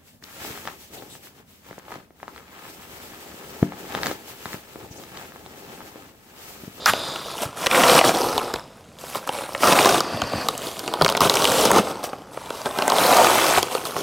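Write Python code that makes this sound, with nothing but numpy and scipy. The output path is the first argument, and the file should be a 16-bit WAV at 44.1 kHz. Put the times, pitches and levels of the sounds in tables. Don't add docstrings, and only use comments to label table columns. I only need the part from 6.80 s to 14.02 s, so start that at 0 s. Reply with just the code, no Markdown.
import sys
import numpy as np
from scipy import signal
from scipy.fft import rfft, irfft, next_fast_len
from scipy.io import wavfile
from scipy.ndimage import uniform_filter1d, map_coordinates

SR = 44100
rng = np.random.default_rng(int(sys.argv[2]) if len(sys.argv) > 2 else 0)


def pcm_store(signal):
    levels = np.round(np.clip(np.atleast_2d(signal), -1, 1) * 32767)
    wavfile.write(sys.argv[1], SR, levels.astype(np.int16).T)


N = 318402
TOP_HZ = 15900
CALM_PER_S, BUSY_PER_S = 400, 2200
ATTACK_S, RELEASE_DB_PER_S = .016, 420
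# offset from the handling level in dB, dB per dB of crispness.
FLAP_LAW, CRACKLE_LAW, FIZZ_LAW = (0.25, 0.02), (-8, .65), (-10.5, 1.01)

# start and length in seconds, then level, swell and crispness in dB.
HAND_STROKES = [(0.054, .045, -29.5, 0, 14.5), (0.55, 0.056, -38, 2, 7), (0.608, 0.024, -28, 1, 6),
                (0.756, 0.11, -38, 7, 6), (0.889, 0.047, -27, 7, 2), (0.935, .25, -18.5, 3.5, 1.5),
                (1.234, 0.059, -21, 2, 3), (1.33, 0.26, -22, -6, 0), (1.6, 0.19, -30, -6, -3),
                (2.179, 0.17, -50, 10, 12), (2.34, 0.027, -28.5, 0, 4), (2.464, .016, -32, 0, 5),
                (2.51, .13, -33, -1, 3), (2.787, 0.042, -38, 13, 6), (2.824, .105, -19.5, 5, 1),
                (2.941, 0.24, -18, -1, 1.5), (3.801, .085, -39, 4, 7), (4.203, 0.107, -28, 0, 0),
                (4.405, 0.058, -17.5, 2, 1), (4.486, 0.37, -25, 4.5, 3), (4.839, 0.072, -17.5, -4, -2),
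                (4.918, 0.067, -18, 5, -4), (5.029, 0.082, -31, 0, -2), (5.225, 0.029, -33, 0, 7),
                (5.515, .16, -43, -1.5, 3.5), (5.844, 0.029, -27, 0, -4), (5.95, 0.2, -32, 9, 0),
                (6.149, 0.23, -22, 4, 4), (6.38, 0.41, -20, -2.5, 4), (6.903, 0.068, -31.5, -1, 4),
                (7.044, 0.022, -34.5, 0, 11), (7.154, 0.054, -28.5, -2, 0.5)]
# time in seconds, level in dB, crispness in dB.
HOLDING_RUSTLE = [(0, -41, -4), (0.151, -33, 0), (0.421, -38, 2), (0.521, -36, 3), (0.72, -45, 0),
                  (1.25, -24, -1), (1.9, -50, -1), (2.12, -57, 4.5), (2.449, -42, 2), (2.8, -38, 3),
                  (3.27, -31, -6), (3.599, -31, -2), (3.95, -40, 7), (4.17, -30, -7), (5.28, -35, -6),
                  (5.46, -46, -7), (5.76, -37, 3), (7.21, -34, 2.5)]
# time in seconds, tautness (0 is usual).
TAUTNESS = [(0.2, -0.13), (0.9, 1), (1.3, -0.56), (2.9, 0.75), (3.1, -0.1), (3.3, -0.58), (4.9, -0.87),
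            (6.0, 0.4), (6.75, 0.98), (7.2, -1.05)]
# frequency in Hz, relative level in dB.
FLAP_SPECTRUM = [(25, -35), (45, -26), (90, -15.5), (150, -8), (280, -4), (500, 0.5), (780, -1), (1300, -4),
                 (1750, -16.5), (2600, -24), (5000, -76)]
CRACKLE_SPECTRUM = [(500, -48), (1100, 1), (1800, -6.5), (3200, -0.5), (5200, -4.5), (6500, -9.5),
                    (9000, -52)]
FIZZ_SPECTRUM = [(3000, -26), (5200, 0), (6500, -0.5), (8500, 1.5), (11300, -1.5), (14500, -5),
                 (16000, -12)]
# start in seconds, crack in dB over 5 ms, flap in dB over 9 ms, crack centre in Hz.
BIG_CREASES = [(0.059, -14, -28, 5300), (0.135, -21, -18.5, 2800), (0.36, -28.5, -35, 2830),
               (0.862, -21, -26, 2130), (0.868, -13.5, -20, 2350), (0.913, -16.5, -34, 2394),
               (0.947, -16, -25, 2197), (1.036, -13.5, -18, 2540), (1.097, -14.5, -16, 2540),
               (1.191, -11.5, -16.5, 2590), (1.212, -19, -13.5, 2490), (1.241, -19, -18.5, 2049),
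               (1.292, -20, -16, 2760), (1.579, -20, -18, 4095), (1.739, -25.5, -23, 4580),
               (1.759, -31, -29, 3000), (2.187, -42, -58, 3503), (2.238, -54, -35, 3460),
               (2.354, -38, -25.5, 3928), (2.474, -34, -29, 6493), (2.491, -25, -21, 3100),
               (2.749, -23.5, -25.5, 2150), (2.833, -21, -14.5, 2296), (2.873, -24, -18, 5575),
               (2.924, -16.5, -14, 3194), (2.989, -13, -25, 2394), (3.047, -19, -17, 3827),
               (3.057, -18, -12, 6070), (3.092, -18.5, -17, 5710), (3.205, -19, -20, 4910),
               (3.418, -22, -20, 2906), (3.534, -40, -23, 2587), (3.686, -17, -18.5, 4410),
               (3.778, -28, -47, 7520), (3.993, -27.5, -40, 5530), (4.078, -25, -27.5, 3206),
               (4.138, -23.5, -20.5, 3692), (4.212, -25, -11.5, 3489), (4.221, -15.5, -14.5, 4245),
               (4.247, -14.5, -19, 4304), (4.262, -18, -15.5, 2693), (4.28, -21.5, -24, 4410),
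               (4.29, -19, -21, 3500), (4.299, -21, -23, 4500), (4.323, -26, -21.5, 4470),
               (4.35, -22.5, -19.5, 2720), (4.369, -24.5, -25, 5700), (4.374, -21.5, -25, 3340),
               (4.406, -17.5, -13, 4530), (4.416, -19.5, -17, 3480), (4.497, -11, -18.5, 3900),
               (4.54, -20, -24, 4785), (4.555, -19.5, -25, 6025), (4.57, -19, -25, 3180),
               (4.622, -21.5, -21, 4300), (4.643, -16.5, -18, 4110), (4.653, -13, -35, 3040),
               (4.674, -20.5, -39, 3473), (4.719, -21, -23, 7003), (4.81, -22, -22, 8010),
               (4.854, -18, -18, 5490), (4.905, -24, -14.5, 3512), (4.915, -17, -15, 7810),
               (4.983, -22, -16, 4792), (5.24, -30, -29, 5693), (5.331, -42, -26, 2862),
               (5.573, -44.5, -26.5, 2996), (5.704, -32, -25, 3300), (5.858, -27, -21.5, 3142),
               (5.987, -24, -20, 3605), (6.022, -20.5, -20.5, 3110), (6.079, -20, -17.5, 7487),
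               (6.1, -19.5, -22, 4510), (6.12, -22, -15, 3483), (6.184, -17.5, -18, 3497),
               (6.369, -18.5, -20, 4592), (6.445, -21, -15, 3800), (6.498, -26, -20, 3499),
               (6.775, -20, -16, 3000), (6.782, -16.5, -24, 2199), (6.829, -17.5, -22, 3900),
               (6.95, -27, -18.5, 4994), (7.053, -27, -28.5, 4713), (7.164, -34, -22, 3008)]
# start in seconds, level in dB, length in seconds.
CORNER_TEARS = [(0.06, -12.5, 0.0073), (0.077, -14.5, 0.021)]
# time in seconds, level in dB.
CORNER_RUB_LEVEL = [(0, -41), (0.1, -33), (0.3, -35), (0.42, -41), (0.52, -39.5), (0.68, -78)]
TRAY_RUB_LEVEL = [(3.15, -84), (3.24, -40), (3.4, -38), (3.55, -35.5), (3.63, -33), (3.75, -94)]
DRAG_LEVEL = [(5.6, -74), (6.05, -25.5), (6.3, -22), (6.41, -11), (6.49, -25.5), (6.7, -44), (6.95, -82)]
# time in seconds, pitch ratio.
RUB_TUNING = [(0, 0.97), (0.25, 0.97), (0.55, .97), (3.25, 1.03), (3.6, 1.014)]
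# frequency in Hz, half-width in Hz, relative level in dB.
SPLIT_RESONANCES = [(1630, 450, -2), (2410, 800, 0)]
TEAR_RESONANCES = [(1090, 330, 3), (1430, 460, 3.5), (2450, 1300, -7.5)]
CORNER_RESONANCES = [(3690, 300, 5), (4080, 430, 1), (4990, 260, 1.5), (7140, 920, -11)]
TRAY_RESONANCES = [(1699, 260, 3.26), (2522, 242, 2.2), (4560, 350, 3.7)]
DRAG_RESONANCES = [(690.2, 256, 0.00048)]
# start in seconds, peak level in dB.
BENCH_BUMPS = [(0.089, -29), (0.647, -26), (1.733, -32), (3.339, -21.5), (3.417, -25), (3.534, -23),
               (4.215, -18), (4.423, -24.5), (4.79, -24.5), (6.759, -25)]
# frequency in Hz, time to fall 60 dB in seconds.
ROOM_DECAY = [(150, 0.81), (1000, 1), (5000, 0.95), (15000, 0.021)]
# frequency in Hz, level of side against mid in dB.
SIDE_SPECTRUM = [(60, -20), (450, -29.5), (3000, -24), (15000, -17.5)]
# frequency in Hz, relative level in dB.
AMBIENT_SPECTRUM = [(20, -22), (60, -3.5), (160, -0.5), (370, -8), (520, -5), (1200, -20), (8500, -28.5),
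                    (16000, -59)]


def crinkle(uneven_db=1, crackle_size_db=5.0, fizz_size_db=3.5, flap_size_db=2.5):
    grip_db = uneven_db * wobble(28)
    flap_db, crackle_db, fizz_db = (handling(law) + grip_db for law in (FLAP_LAW, CRACKLE_LAW, FIZZ_LAW))
    effort = np.clip((crackle_db + 50) / 28, 0, 1)
    expected_count = np.cumsum(CALM_PER_S + (BUSY_PER_S - CALM_PER_S) * effort ** 4) / SR
    gap, bulk, extra = rng.exponential(size=(12000, 3)).T
    keep = np.cumsum(gap) < expected_count[-1]
    times = np.interp(np.cumsum(gap)[keep], expected_count, np.arange(N) / SR)
    bulk, extra = np.minimum(bulk[keep], 4), np.minimum(extra[keep], 3)
    crackle = facets(times, crackle_size_db * bulk, centre_hz=3130, scatter=0.478, cycles=2.1, size=192)
    fizz = facets(times, fizz_size_db * bulk + extra, centre_hz=8780, scatter=0.335, cycles=5.5, size=96)
    flap = facets(times + 0.00074, flap_size_db * bulk + 2 * extra,
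                  centre_hz=714, scatter=0.62, cycles=0.97, size=400)
    flap = film_voice(flap, FLAP_SPECTRUM, flap_db, rub_db=-0.5, even_s=0.038)
    crackle = film_voice(crackle, CRACKLE_SPECTRUM, crackle_db, rub_db=-1, even_s=0.035)
    fizz = film_voice(fizz, FIZZ_SPECTRUM, fizz_db, rub_db=3, even_s=0.042)
    return stretched(flap, stretch_db=3.0) + wandering(crackle + fizz, depth_db=1.5)


def handling(law):
    offset_db, per_crisp = law
    t = np.arange(0, N / SR, .001)
    hold_s, hold_db, hold_crisp = np.transpose(HOLDING_RUSTLE)
    power = amp(np.interp(t, hold_s, hold_db + per_crisp * hold_crisp)) ** 2
    for start, length, db, swell_db, crisp in HAND_STROKES:
        rise = np.clip((t - start) / ATTACK_S, 0, 1)
        progress = np.clip((t - start) / length, 0, 1)
        release_db = RELEASE_DB_PER_S * np.clip(t - start - length, 0, 1)
        power += (rise * amp(db + swell_db * progress - release_db + per_crisp * crisp)) ** 2
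    return offset_db + np.interp(np.arange(N) / SR, t, 10 * np.log10(power))


def facets(times, sizes_db, centre_hz, scatter, cycles, size):
    pitch, life, polarity = rng.standard_normal((len(times), 3)).T[:, :, None]
    hz = np.clip(centre_hz * np.exp(scatter * pitch), 60, TOP_HZ)
    turns = hz * np.arange(size) / SR
    ring = np.sin(2 * np.pi * turns) * np.exp(-turns / (cycles * np.exp(0.45 * life)))
    return place(times, amp(sizes_db)[:, None] * np.sign(polarity) * np.sqrt(hz) * ring)


def film_voice(grains, spectrum, level_db, rub_db, even_s):
    hz, power = signal.welch(grains, SR, nperseg=512)
    grain_db = 10 * np.log10(power / power.max() + 1e-4)
    white = unit(coloured(grains, lambda f: -np.interp(f, hz, grain_db)))
    source = levelled(white, even_s) + amp(rub_db) * rng.standard_normal(N)
    return amp(level_db) * levelled(coloured(source, lambda f: along(spectrum, f)), even_s)


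def stretched(flap, stretch_db):
    low = signal.sosfiltfilt(signal.butter(2, 400, "low", fs=SR, output="sos"), flap)
    high = signal.sosfiltfilt(signal.butter(2, 1000, "high", fs=SR, output="sos"), flap)
    stretch = amp(stretch_db * curve(TAUTNESS))
    return flap + low * (1 / stretch - 1) + high * (stretch - 1)


def wandering(x, depth_db):
    spectra = signal.stft(x, nperseg=512)[2]
    drift = rng.standard_normal(spectra.shape)
    for _ in range(2):
        drift = uniform_filter1d(uniform_filter1d(drift, size=6, axis=0), size=28, axis=1)
    return signal.istft(spectra * amp(depth_db * drift / drift.std()), nperseg=512)[1][:N]


def snaps(hollow_db=6, hollow_ratio=0.265, skirt_db=10, ring_t60=0.0098, glide=0.56, size=1536):
    times, crack_db, flap_db, centre_hz = np.transpose(BIG_CREASES)
    centre_hz = centre_hz[:, None]
    t = np.arange(size) / SR
    db_per_octave = skirt_db * np.median(centre_hz) / centre_hz
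    click = bursts(len(times), t60=0.006, attack=.0001, size=size)
    click = coloured(click, lambda f: -db_per_octave * np.abs(octaves(f, centre_hz)))
    hz = 0.838 * centre_hz * (1 + glide * np.exp(-t / 0.00053))
    phase = np.cumsum(2 * np.pi * hz / SR + rng.normal(0, 0.21, hz.shape), axis=1)
    ring = np.sin(phase) * amp(-60 * t / ring_t60) * (1 - np.exp(-t / .00025))
    crack = unit(click) + unit(ring)
    pocket = lambda f: hollow_db * np.exp(-(octaves(f, hollow_ratio * centre_hz) / 0.21) ** 2)
    flap = bursts(len(times), t60=0.013, attack=0.0005, size=size)
    flap = coloured(flap, lambda f: along(FLAP_SPECTRUM, f) + np.log2(f + 1) + pocket(f))
    sized = lambda x, db, span_s: amp(db)[:, None] * unit(x) * np.sqrt(span_s * SR / size)
    return place(times, sized(crack, crack_db, .005)) + place(times + .0006, sized(flap, flap_db, .009))


def splitting(offset_db=-7.0, per_taut_db=6):
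    ruptures = jerks(depth_db=5, per_s=420)
    strain_db = handling(CRACKLE_LAW) + per_taut_db * curve(TAUTNESS)
    return amp(offset_db + strain_db) * unit(resonate(ruptures, SPLIT_RESONANCES))


def tear(fade_t60=0.052, attack_s=0.0013):
    t = np.arange(N) / SR
    envelope = np.zeros(N)
    for start, db, length in CORNER_TEARS:
        fade_db = 60 * np.maximum(t - start - length, 0) / fade_t60
        envelope += amp(db - fade_db) * np.clip((t - start) / attack_s, 0, 1)
    return envelope * unit(resonate(jerks(depth_db=3, per_s=506), TEAR_RESONANCES))


def rub(levels, modes, flutter_db=0.5, jerks_per_s=300):
    hiss = resonate(jerks(flutter_db, jerks_per_s), modes)
    retuned = map_coordinates(hiss, [np.cumsum(curve(RUB_TUNING))], order=3, mode="wrap")
    return amp(curve(levels)) * unit(retuned)


def bumps(centre_hz=120, skirt_db=4.5):
    times, peak_db = np.transpose(BENCH_BUMPS)
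    thud = bursts(len(times), t60=0.13, attack=0.0038, size=8192)
    thud = coloured(thud, lambda f: -skirt_db * octaves(f, centre_hz) ** 2)
    return place(times, amp(peak_db)[:, None] * thud / np.abs(thud).max(axis=1, keepdims=True))


def room(x, bench_db=-12, tail_db=-18):
    bench = scattered(x, [(500, 0.044), (8000, 0.019)], delay_s=.002)
    return x + amp(bench_db) * bench + amp(tail_db) * scattered(x, ROOM_DECAY, delay_s=.009)


def scattered(x, t60s, delay_s, count=24):
    hz, t, spectra = signal.stft(rng.standard_normal((count, SR // 4)), SR, nperseg=128)
    tails = signal.istft(spectra * amp(-60 * t / along(t60s, hz)[:, None]), SR, nperseg=128)[1]
    tails /= np.linalg.norm(tails, axis=1, keepdims=True)
    hop = N // (count - 1) + 1
    starts = hop * np.arange(count)[:, None]
    pieces = np.pad(x, (hop, 2 * hop))[starts + np.arange(2 * hop)] * np.hanning(2 * hop)
    wet = signal.fftconvolve(pieces, tails, axes=1)
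    index = starts + np.arange(wet.shape[1]) + int(delay_s * SR)
    return np.bincount(index.ravel(), wet.ravel())[hop:hop + N]


def ambience(level_db=-49):
    return amp(level_db) * unit(coloured(rng.standard_normal(N), lambda f: along(AMBIENT_SPECTRUM, f)))


def resonate(x, modes):
    peak = lambda f, hz, width: np.minimum((f + 1) / hz, 1) / (1 + ((f - hz) / width) ** 2)
    power = lambda f: sum((amp(db) * peak(f, hz, width)) ** 2 for hz, width, db in modes)
    return coloured(x, lambda f: 10 * np.log10(power(f)))


def coloured(x, gain_db):
    n = x.shape[-1]
    m = 2 * next_fast_len(n // 2 + 1024)
    cepstrum = irfft(np.log(amp(gain_db(np.fft.rfftfreq(m, 1 / SR))) + 1e-6), m)
    fold = 1 + np.sign(m // 2 - np.arange(m))
    fold[0] = 1
    return irfft(rfft(x, m) * np.exp(rfft(cepstrum * fold)), m)[..., :n]


def jerks(depth_db, per_s):
    return rng.standard_normal(N) * amp(depth_db * wobble(per_s))


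def bursts(count, t60, attack, size):
    t = np.arange(size) / SR
    return rng.standard_normal((count, size)) * amp(-60 * t / t60) * (1 - np.exp(-t / attack))


def place(times, sounds):
    index = np.maximum(np.round(times * SR), 0).astype(int)[:, None] + np.arange(sounds.shape[1])
    return np.bincount(index.ravel(), sounds.ravel(), N)[:N]


def wobble(rate):
    knots = rng.standard_normal(int(N * rate / SR) + 4)
    return map_coordinates(knots, [np.arange(N) * rate / SR], order=1)


def levelled(x, span_s):
    span = int(span_s * SR)
    power = uniform_filter1d(uniform_filter1d(x ** 2, span), span)
    return x / np.sqrt(np.abs(power) + 1e-12)


def curve(points):
    return np.interp(np.arange(N) / SR, *np.transpose(points))


def along(points, hz):
    knot_hz, values = np.transpose(points)
    return np.interp(np.log(hz + 1), np.log(knot_hz + 1), values)


def octaves(hz, centre_hz):
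    return np.log2((hz + 1) / centre_hz)


def unit(x):
    return x / np.sqrt(np.mean(x ** 2, axis=-1, keepdims=True) + 1e-20)


def amp(db):
    return 10 ** (np.asarray(db) / 20)


def scene():
    pulls = rub(CORNER_RUB_LEVEL, CORNER_RESONANCES) + rub(TRAY_RUB_LEVEL, TRAY_RESONANCES)
    film = crinkle() + splitting() + snaps() + tear() + pulls
    film += rub(DRAG_LEVEL, DRAG_RESONANCES, flutter_db=3.0, jerks_per_s=150)
    air = ambience()
    mid = room(film + bumps()) + air
    lateral = scattered(mid, [(300, 0.019), (8000, 0.022)], delay_s=0)
    side = coloured(lateral, lambda f: along(SIDE_SPECTRUM, f))
    return np.array([mid + side, mid - side])


def record(dry):
    limited = dry / (1 + np.abs(dry) ** 8) ** (1 / 8)
    m = next_fast_len(N + 8192)
    passband = np.fft.rfftfreq(m, 1 / SR) < TOP_HZ
    return irfft(rfft(limited, m) * passband, m)[:, :N]


dry = scene()
out = record(dry)
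pcm_store(out)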